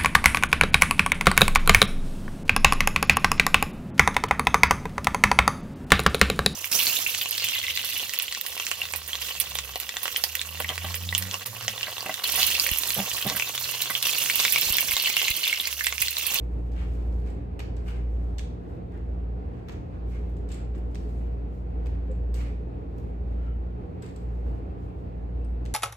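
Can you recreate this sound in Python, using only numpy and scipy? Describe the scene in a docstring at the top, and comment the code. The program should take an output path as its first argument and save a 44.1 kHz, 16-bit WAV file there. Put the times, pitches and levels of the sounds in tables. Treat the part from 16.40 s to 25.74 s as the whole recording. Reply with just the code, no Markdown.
"""A metal cane taps slowly away down a hard-walled hallway in the hands of a walking man.
Its taps are coloured noise bursts with a ceiling echo; its loose tube rattles in short resonant bursts.
Soles slide, tick and creak and trousers swish as shaped noise; footfalls add damped sines and a thump.
Under it all the air conditioning drones: noise for air, sines for motors, and fans at nearly one speed
that beat in a slow, low throb. Table levels are relative, ahead of each layer's trim and the stereo stage."""
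import sys
import numpy as np
from scipy import signal
from scipy.fft import rfft, irfft, next_fast_len
from scipy.io import wavfile
from scipy.ndimage import uniform_filter1d, map_coordinates

SR = 44100
rng = np.random.default_rng(int(sys.argv[2]) if len(sys.argv) > 2 else 0)


def wrap_up_sound(samples):
    """Save the sound to the file named by the first command line argument, as 16-bit audio."""
    columns = np.atleast_2d(samples).T
    # keep every value between -1 and 1, then stretch to whole-number steps
    tamed = np.clip(columns, -1, 1)
    steps = np.round(tamed * 32767).astype(np.int16)
    wavfile.write(sys.argv[1], SR, steps)


N = 411894


def amp(db):
    """Decibels to gain."""
    return 10 ** (np.asarray(db) / 20)


def unit(x):
    """Scaled to rms 1."""
    return x / np.sqrt(np.mean(x ** 2) + 1e-20)


def along(points, hz):
    """Read a curve of (frequency [Hz], value) points on a log frequency axis."""
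    f, v = np.transpose(points)
    return np.interp(np.log(hz + 1), np.log(f + 1), v)


def clock(seconds=None):
    """Sample times of a stretch, or of the whole scene."""
    return np.arange(N if seconds is None else int(seconds * SR)) / SR


def wobble(rate):
    """A smooth random curve through `rate` knots a second."""
    knots = rng.standard_normal(int(N * rate / SR) + 4)
    return map_coordinates(knots, [clock() * rate])


def ripple(hz, spacing_hz):
    """A random comb of peaks and dips over frequency, rms 1."""
    knots = rng.standard_normal(int(SR / spacing_hz) + 4)
    return unit(map_coordinates(knots, [hz / spacing_hz]))


def swell(t, rise, fall):
    """A Gaussian hump that peaks at t = 0, with its own spread on each side."""
    return np.exp(-.5 * (t / np.where(t < 0, rise, fall)) ** 2)


def filtered(x, response):
    """Filter x by a response of frequency."""
    n = x.shape[-1]
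    m = next_fast_len(n + 8192)
    spectrum = rfft(x, m) * response(np.fft.rfftfreq(m, 1 / SR))
    return irfft(spectrum, m)[..., :n]


# stereo width of the noises: (frequency [Hz], side minus mid [dB])
NOISE_WIDTH = [(60, -40), (110, -5.5), (200, -4.5), (370, -6.5), (690, 3.5), (1270, 3), (2340, -3.5),
               (4300, -1), (14000, -1)]


def noise(size, colour, width=NOISE_WIDTH):
    """Stereo noise of rms 1, from independent mid and side; colour gives dB for each frequency."""
    response = lambda hz: amp([colour(hz), colour(hz) + along(width, hz)])
    mid, side = filtered(rng.standard_normal((2, size)), response)
    return unit(np.array([mid + side, mid - side]))


def add(track, s, sound):
    """Mix a sound into the track from time s."""
    start = max(round(s * SR), 0)
    part = sound[..., :max(N - start, 0)]
    track[:, start:start + part.shape[-1]] += part


def lift(modes, hz):
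    """The dB that (centre [Hz], width [Hz], lift [dB]) resonances add to a colour."""
    return sum(db / (1 + (2 * (hz - centre) / width) ** 2) for centre, width, db in modes)


def tilted(colour, bright_db, hinge_hz=6500):
    """A colour tilted by bright_db per octave up to the hinge, and shifted evenly above it."""
    return lambda hz: along(colour, hz) + bright_db * np.log2((np.minimum(hz, hinge_hz) + 100) / 4000)


def grains(size, per_s, life_s):
    """Envelope of rms 1: tiny contacts of random strength at random moments, each dying away."""
    strength = amp(np.minimum(3 * rng.exponential(size=size), 6))
    hits = (rng.random(size) < per_s / SR) * strength
    return unit(signal.lfilter([1], [1, -np.exp(-1 / (life_s * SR))], hits))


# ring of the hallway: (frequency [Hz], 60 dB decay time [s])
HALL_DECAY = [(300, 0.2), (2000, 0.48), (5000, 0.47), (8000, 0.37), (13000, 0.27)]


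def hall_tail(build=0.0013):
    """A diffuse tail, independent in each channel, that builds up fast and decays by frequency."""
    hz, t, z = signal.stft(rng.standard_normal((2, SR * 3 // 4)), SR, nperseg=256)
    decay = amp(-60 * t / along(HALL_DECAY, hz)[:, None])
    tail = signal.istft(z * decay * (1 - np.exp(-t / build)), SR, nperseg=256)[1]
    return tail / np.linalg.norm(tail[0])


def burst(colour, attack, t60, side_db, wet_db):
    """A short crack of coloured noise with a smooth hall tail of the same colour."""
    tail = filtered(hall_tail(), lambda hz: unit(amp(colour(hz))))
    t = np.arange(tail.shape[1]) / SR
    shape = (1 - np.exp(-t / attack)) * amp(-60 * t / t60)
    crack = shape * noise(len(t), colour, [(1000, side_db)])
    crack *= np.sqrt(2) / np.linalg.norm(crack)
    # the level then follows the peak of the envelope
    return np.linalg.norm(shape) / shape.max() * (crack + amp(wet_db) * tail)


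def in_hall(sound, wet_db):
    """A longer sound with a diffuse hall tail of its own."""
    wet = amp(wet_db) * signal.fftconvolve(sound, hall_tail(), axes=1)
    return wet + np.pad(sound, ((0, 0), (0, wet.shape[1] - sound.shape[1])))


# fans a little faster than the main one:
# (beat rate [per s], level under the main fan [dB], time in step with it [s])
FASTER_FANS = [(.2, -5.8, .34), (.76, -9, .35), (.95, -7.5, .64), (1.91, -12, .19)]


def throb():
    """Nearly equal fans slip in and out of step, so their common note swells and sinks."""
    t = clock()
    return 1 + sum(amp(db) * np.exp(2j * np.pi * beats * (t - s)) for beats, db, s in FASTER_FANS)


def patchy(x, depth_db, above_hz=700):
    """The upper bands of a noise swell and sink, neighbouring bands together."""
    hz, t, z = signal.stft(x, SR, nperseg=512)
    field = rng.standard_normal(z.shape[1:])
    field = uniform_filter1d(field, size=9, axis=0)  # across frequency
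    field = unit(uniform_filter1d(field, size=22, axis=1))  # across time
    share = np.clip(hz / above_hz - 1, 0, 1)[:, None]
    return signal.istft(z * amp(depth_db * field * share), SR, nperseg=512)[1][:, :x.shape[1]]


# steady motor and mains tones: (frequency [Hz], level [dB], phase unsteadiness [rad])
MOTOR_TONES = [(68.7, -47.5, .3), (75.6, -48, .9), (78.5, -50.5, .4), (86.3, -50, .7), (116.2, -45.5, .5),
               (120, -50, .2), (157.6, -56, .8), (172, -57.5, .6), (180.3, -47.7, .25), (240, -56.5, .1)]
# spectrum of the moving air: (frequency [Hz], level per Hz [dB])
AIR_COLOUR = [(22, -25), (28, -16.5), (40, -24.5), (52, -4), (85, -3), (105, -12), (200, -15.5), (450, -21),
              (830, -33), (1000, -37), (1400, -42.5), (2650, -48), (3100, -54), (4500, -59.5), (5600, -68),
              (9000, -75.5), (15000, -78.5)]
# hallway resonances that the air excites: (centre [Hz], width [Hz], lift [dB])
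HALLWAY_MODES = [(170, 8, 1.5), (285.1, 22, 7.5), (345, 26, 4.5), (417, 20, 8.5), (480.4, 22, 5.5),
                 (645.5, 11, 3), (695, 14, 3.5), (710, 13, -0.5), (766, 35, 6), (836, 18, 3)]


def air_conditioner(fan_hz=57.43, drone_db=-32.5, air_db=-38.0, drift=0.071, surge_db=0.95):
    """A throbbing fan note, steady motor tones and slightly surging air that rings the hallway."""
    t = clock()
    spin = 2 * np.pi * (fan_hz * t + rng.random()) + drift * wobble(1.9)  # drift in radians
    drone = amp(drone_db) * np.imag(throb() * np.exp(1j * spin))
    tones = sum(amp(db) * np.sin(2 * np.pi * hz * t + unsteady * wobble(3))
                for hz, db, unsteady in MOTOR_TONES)
    # higher up the room's modes crowd into a fine comb
    high_modes = lambda hz: 1.5 * ripple(hz, 16) * np.clip(hz / 300 - 1, 0, 1)
    colour = lambda hz: along(AIR_COLOUR, hz) + lift(HALLWAY_MODES, hz) + high_modes(hz)
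    air = noise(N, colour) * amp(surge_db * wobble(12))
    air = patchy(air, depth_db=0.8)
    # both lean slightly to the right
    hum = np.sqrt(2) * (drone + tones) * amp([[-.15], [.15]])
    return hum + amp(air_db) * air * amp([[-.4], [.4]])


# swishes as one leg swings past the other: (time of peak [s], spread [s], level [dB])
LEG_SWISHES = [(0.148, 0.32, -83.5), (0.528, 0.051, -76.5), (0.762, 0.15, -80), (1.486, 0.03, -72.5),
               (1.83, 0.16, -83), (2.311, 0.059, -85.5), (2.722, 0.071, -88.5), (3.707, 0.03, -77.5),
               (3.91, 0.11, -84.5), (4.383, 0.013, -79.5), (4.702, 0.18, -82), (5.166, 0.055, -84),
               (6.622, 0.083, -84), (7.896, 0.15, -86.5), (8.113, 0.072, -84.5), (8.44, 0.045, -85),
               (8.6, 0.043, -89), (6.926, .03, -88)]
# spectrum of rubbing cloth: (frequency [Hz], level per Hz [dB])
FABRIC_COLOUR = [(800, -10), (2500, 3), (5500, 2), (8800, -1.5), (12000, -3), (14000, -3), (15000, -9)]


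def trousers(cloth_db=8, rustle_db=-94, crinkle_db=-7, crinkles_per_s=60):
    """Cloth brushes on cloth in swells of noise over a faint rustle, its folds crinkling in tiny grains."""
    t = clock()
    swishes = sum((amp(db) * swell(t - s, spread, spread)) ** 2 for s, spread, db in LEG_SWISHES)
    power = amp(rustle_db) ** 2 + swishes
    flutter_db = 1.2 * wobble(30)
    colour = lambda hz: along(FABRIC_COLOUR, hz)
    crinkle = amp(crinkle_db) * grains(N, crinkles_per_s, .004) * noise(N, colour)
    return np.sqrt(power) * amp(cloth_db + flutter_db) * (noise(N, colour) + crinkle)


# rattles of the tube: (time [s], level [dB], ring level [dB], ring pitch [Hz])
TUBE_RATTLES = [(0.3164, -52.5, -20, 7500), (0.331, -55.5, -18, 7500), (0.9019, -57.5, 0, 7640),
                (1.365, -49.5, -9, 7660), (3.3195, -50, -3, 6500), (3.966, -57, -6, 7060),
                (4.088, -49, -5, 7650), (4.1155, -43.5, 0.5, 7350), (4.1205, -48, 0.5, 7500),
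                (4.142, -48.5, 2, 7540), (4.354, -61, 0, 7300), (5.714, -62.5, 5.5, 7360),
                (5.942, -50, 1.5, 8020), (7.622, -47.5, -1, 7700), (7.661, -52, -0.5, 7500),
                (7.688, -55.5, -7, 7300), (7.76, -50, -3, 7600), (9.045, -63, 4.5, 8270)]
# resonances of the tube: (multiple of the ring pitch, width [Hz], level [dB])
TUBE_MODES = [(1, 560, 4), (1.13, 1000, -3.5), (.6, 450, -1.5), (1.7, 3000, -19.5)]
# spectrum of a hard tap, shared by rattles, shoe ticks and cane taps: (frequency [Hz], level per Hz [dB])
HARD_TAP_COLOUR = [(500, -14.5), (1100, 0.5), (2500, 0.5), (4200, 1.5), (6000, -2), (8500, -7.5),
                   (11000, -11.5), (14500, -18.5)]


def cane_rattles(tick_db=-8, tube_db=-7, chatter_t60=0.033, wet_db=-0.5):
    """Play in the telescopic joint: a tick with a brief noise burst at the tube's resonances."""
    out = np.zeros((2, N))
    for s, db, ring_db, ring_hz in TUBE_RATTLES:
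        tube = lambda hz: 10 * np.log10(sum(
            amp(level) ** 2 / (1 + (2 * (hz - k * ring_hz) / width) ** 2) ** 2
            for k, width, level in TUBE_MODES))
        tick = burst(tilted(HARD_TAP_COLOUR, 0), attack=.0015, t60=.04, side_db=-2, wet_db=wet_db)
        ring = burst(tube, attack=.001, t60=chatter_t60, side_db=-3.5, wet_db=wet_db)
        add(out, s, amp(db) * (amp(tick_db) * tick + amp(tube_db + ring_db) * ring))
    return out


# soles sliding on the floor:
# (time of peak [s], rise [s], level [dB], brightness [dB per octave], sole ring [Hz])
SOLE_SLIDES = [(.41, 0.041, -49.5, -3, 2850), (.6, .23, -68.5, 0.5, 2700), (.872, .014, -59, 0, 2000),
               (1.385, 0.015, -59.5, -4.5, 1650), (1.484, 0.016, -50, -1, 1550),
               (1.565, .03, -56.5, -2.5, 2200), (2.56, 0.039, -56.5, -7, 1910),
               (3.19, 0.074, -60, -6, 1700), (3.315, 0.039, -56, -5, 2000), (3.545, .039, -57.5, -7, 1700),
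               (3.745, 0.029, -55.5, -2, 2220), (4.126, 0.022, -50.5, 0.5, 2960),
               (4.18, .03, -59, -1.5, 2000), (4.352, 0.0077, -53.5, -5, 1500),
               (4.77, 0.14, -71.5, 4.5, 4400), (5.53, .08, -64, -4, 1900), (5.72, 0.054, -62.5, -4.5, 2400),
               (5.957, 0.006, -54, 4.5, 6400), (6.005, 0.038, -51.5, -1.7, 2200),
               (6.06, .02, -56.5, -1, 2250), (7.05, 0.075, -64, -4, 1400), (7.627, 0.0057, -54, -1, 1450),
               (7.675, .02, -60, -2, 2100)]
# spectrum of a sliding sole: (frequency [Hz], level per Hz [dB])
SLIDE_COLOUR = [(400, -11), (1100, -1.5), (1700, -0.5), (2500, 1), (3300, -5), (4600, -9.5), (6000, -12.5),
                (9000, -14.5), (14500, -26.5)]


def shuffles(slide_db=-3, comb_db=2.0, grit_db=-5.5, grains_per_s=220, lift_s=0.025, lift_share=0.13):
    """A sole rubs unevenly over ticking grit, ringing at its own pitch; near walls comb the hiss."""
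    out = np.zeros((2, N))
    for s, rise, db, bright_db, sole_hz in SOLE_SLIDES:
        t = clock(.8) - .3
        # the slide dies away as the sole lifts, more slowly after a slow rise
        stroke = swell(t, rise, np.hypot(lift_s, lift_share * rise))
        ring = [(sole_hz, .3 * sole_hz, 4)]
        tilt = lambda hz: bright_db * np.log2((hz + 100) / 2500)
        colour = lambda hz: along(SLIDE_COLOUR, hz) + tilt(hz) + lift(ring, hz) + comb_db * ripple(hz, 90)
        unevenness = unit(uniform_filter1d(rng.standard_normal(len(t)), size=170))
        grip = unit(amp(3.2 * unevenness))
        grit = grains(len(t), grains_per_s, .001) * noise(len(t), colour)
        rub = grip * noise(len(t), colour) + amp(grit_db) * grit
        add(out, s + t[0], in_hall(amp(db + slide_db) * stroke * rub, wet_db=0.5))
    return out


# ticks of a shoe as the weight shifts onto it: (time [s], level [dB], brightness [dB per octave])
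WEIGHT_TICKS = [(.553, -58, -2), (.624, -59.5, 0), (.724, -58, 1), (.818, -56.5, -4.5), (.873, -55, 0.5),
                (4.349, -51, -5.5)]


def shoe_ticks(tick_db=-5, wet_db=-2):
    """A shoe under shifting weight gives a small, short noise tick."""
    out = np.zeros((2, N))
    for s, db, bright_db in WEIGHT_TICKS:
        colour = tilted(HARD_TAP_COLOUR, bright_db)
        tick = burst(colour, attack=.001, t60=.025, side_db=-2, wet_db=wet_db)
        add(out, s, amp(db + tick_db) * tick)
    return out


# body resonances of the cane, lent to every tap and the heel scrape: (centre [Hz], width [Hz], lift [dB])
CANE_BODY = [(1400, 300, -1.5), (1950, 200, 0), (2540, 350, 1), (4500, 400, 0.5), (6200, 600, 2.2),
             (8200, 400, 2.5)]


def tap_colour(colour, bright_db, note_hz, note_db=3, comb_db=2.0):
    """A tap's colour, with its hollow note, the cane's resonances and the comb of nearby walls."""
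    modes = list(CANE_BODY) + [(note_hz, .13 * note_hz, note_db)]
    return lambda hz: tilted(colour, bright_db)(hz) + lift(modes, hz) + comb_db * ripple(hz, 120)


# cane taps, and at 5.94 s a heel scrape played the same way with a faint ceiling echo: (time [s], level [dB],
# ceiling echo relative to an untrimmed tap [dB], brightness [dB per octave], tink level [dB], hollow note [Hz])
TAPS_AND_SCRAPE = [(1.1922, -36.5, 0.5, -4.5, -57, 2550), (1.9822, -38.5, 0, 0.2, -74.5, 3500),
                   (3.2844, -43, 5.5, -5, -59.5, 2270), (4.5455, -47, 2.5, 1, -69, 4400),
                   (5.4585, -49, 2, -4, -64.5, 2580), (5.9402, -47, -7.5, 2, -56.5, 4700),
                   (7.6226, -52.5, 2, -5, -72.5, 1500), (9.2519, -49, 2.5, 0.5, -82, 2700)]
# spectrum of the ceiling echo: (frequency [Hz], level per Hz [dB])
CEILING_COLOUR = [(600, -4), (1400, 1.5), (2500, 6), (4000, -2), (8000, -5.5), (11000, -22.5), (14500, -30)]
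# the ceiling echo closes in as he walks away: first delay [s], shortening [s per s]
CEILING_S, CEILING_CLOSES_S_PER_S = .0101, .00023


def taps_and_scrape(tap_db=-3, echo_db=0, wet_db=0, echo_wet_db=-5, tink_hz=13000, tink_t60=0.033):
    """The tip clacks on the floor with a thin metal tink; a duller copy soon comes off the ceiling. One heel
    scrape is played the same way, with only a faint ceiling echo."""
    out = np.zeros((2, N))
    tink_points = [(tink_hz * .6, -25), (tink_hz * .85, -2), (tink_hz, 0), (tink_hz * 1.2, -5)]
    tink_colour = lambda hz: along(tink_points, hz)
    for s, db, ceiling_db, bright_db, tink_db, note_hz in TAPS_AND_SCRAPE:
        clack_colour = tap_colour(HARD_TAP_COLOUR, bright_db, note_hz)
        clack = burst(clack_colour, attack=.003, t60=.02, side_db=-4, wet_db=wet_db)
        echo_colour = tap_colour(CEILING_COLOUR, bright_db, note_hz)
        echo = burst(echo_colour, attack=.0015, t60=.016, side_db=-2, wet_db=echo_wet_db)
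        tink = burst(tink_colour, attack=.001, t60=tink_t60, side_db=2, wet_db=wet_db)
        add(out, s, amp(db + tap_db) * clack + amp(tink_db) * tink)
        echo_s = s + CEILING_S - CEILING_CLOSES_S_PER_S * s
        add(out, echo_s, amp(db + ceiling_db + echo_db) * echo)
    return out * amp([[-.8], [.8]])  # slightly right of centre


# dull footfalls: (time [s], level [dB], knock pitch [Hz])
DULL_STEPS = [(2.205, -51, 350), (4.352, -44, 290), (5.688, -36, 418)]
# the floor's knock: (multiple of the knock pitch, level [dB], 60 dB decay time [s])
FLOOR_KNOCK = [(1, -1, .1), (1.24, 1, .08)]


def footfalls(attack=0.02, thump_db=-3, thump_t60=.13):
    """The weight comes down softly: the floor gives a hollow two-note knock and a low thump."""
    out, t = np.zeros((2, N)), clock(.3)
    push = lambda t60: (1 - np.exp(-t / attack)) ** 3 * amp(-60 * t / t60)
    rise_and_fall = lambda t60: push(t60) / push(t60).max()
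    thump_colour = lambda hz: -3 * (np.log2((hz + 1) / 140) / .55) ** 2  # a hump around 140 Hz
    for s, db, knock_hz in DULL_STEPS:
        knock = sum(amp(level) * rise_and_fall(t60) * np.sin(2 * np.pi * (k * knock_hz * t + rng.random()))
                    for k, level, t60 in FLOOR_KNOCK)
        thump = rise_and_fall(thump_t60) * noise(len(t), thump_colour)
        add(out, s, in_hall(amp(db) * (knock + amp(thump_db) * thump), wet_db=-15))
    return out


# the creak of a sole turning on the floor: (time of peak [s], spread [s], nominal pitch [Hz])
SOLE_CREAK = (7.085, .07, 1390)


def sole_creak(creak_db=-59, width_hz=115, overtone_db=-13):
    """Rubber sticks and slips: a faint, narrow band of noise with a weaker overtone."""
    s, spread, pitch_hz = SOLE_CREAK
    band = lambda hz, k: 1 / (1 + (2 * (hz / k - pitch_hz) / width_hz) ** 2)
    colour = lambda hz: 20 * np.log10(band(hz, 0.97) + amp(overtone_db) * band(hz, 2.15))
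    return amp(creak_db) * swell(clock() - s, spread, spread) * noise(N, colour)


def scene():
    """The walker and the drone of the hallway."""
    walker = cane_rattles() + shuffles() + shoe_ticks() + taps_and_scrape() + footfalls() + sole_creak()
    return air_conditioner() + trousers() + walker


# treble that is wide in some bands and narrow in others: (frequency [Hz], side minus mid [dB])
STEREO_TREBLE = [(6000, 1.5), (7500, -5.5), (9300, -3), (10100, 18), (10900, 18), (11700, -5),
                 (13000, -4.5), (15000, 0.5)]


def record(dry, top_hz=15000):
    """The stereo picture is uneven in the treble, and nothing is kept from the band limit up."""
    turn = lambda hz: np.arctan(amp(along(STEREO_TREBLE, hz)))
    pair = np.array([dry[0] + dry[1], dry[0] - dry[1]]) / np.sqrt(2)
    balance = lambda hz: (hz < top_hz) * np.array([np.cos(turn(hz)), np.sin(turn(hz))])
    mid, side = filtered(pair, balance)
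    return np.array([mid + side, mid - side])


dry = scene()
out = record(dry)
wrap_up_sound(out)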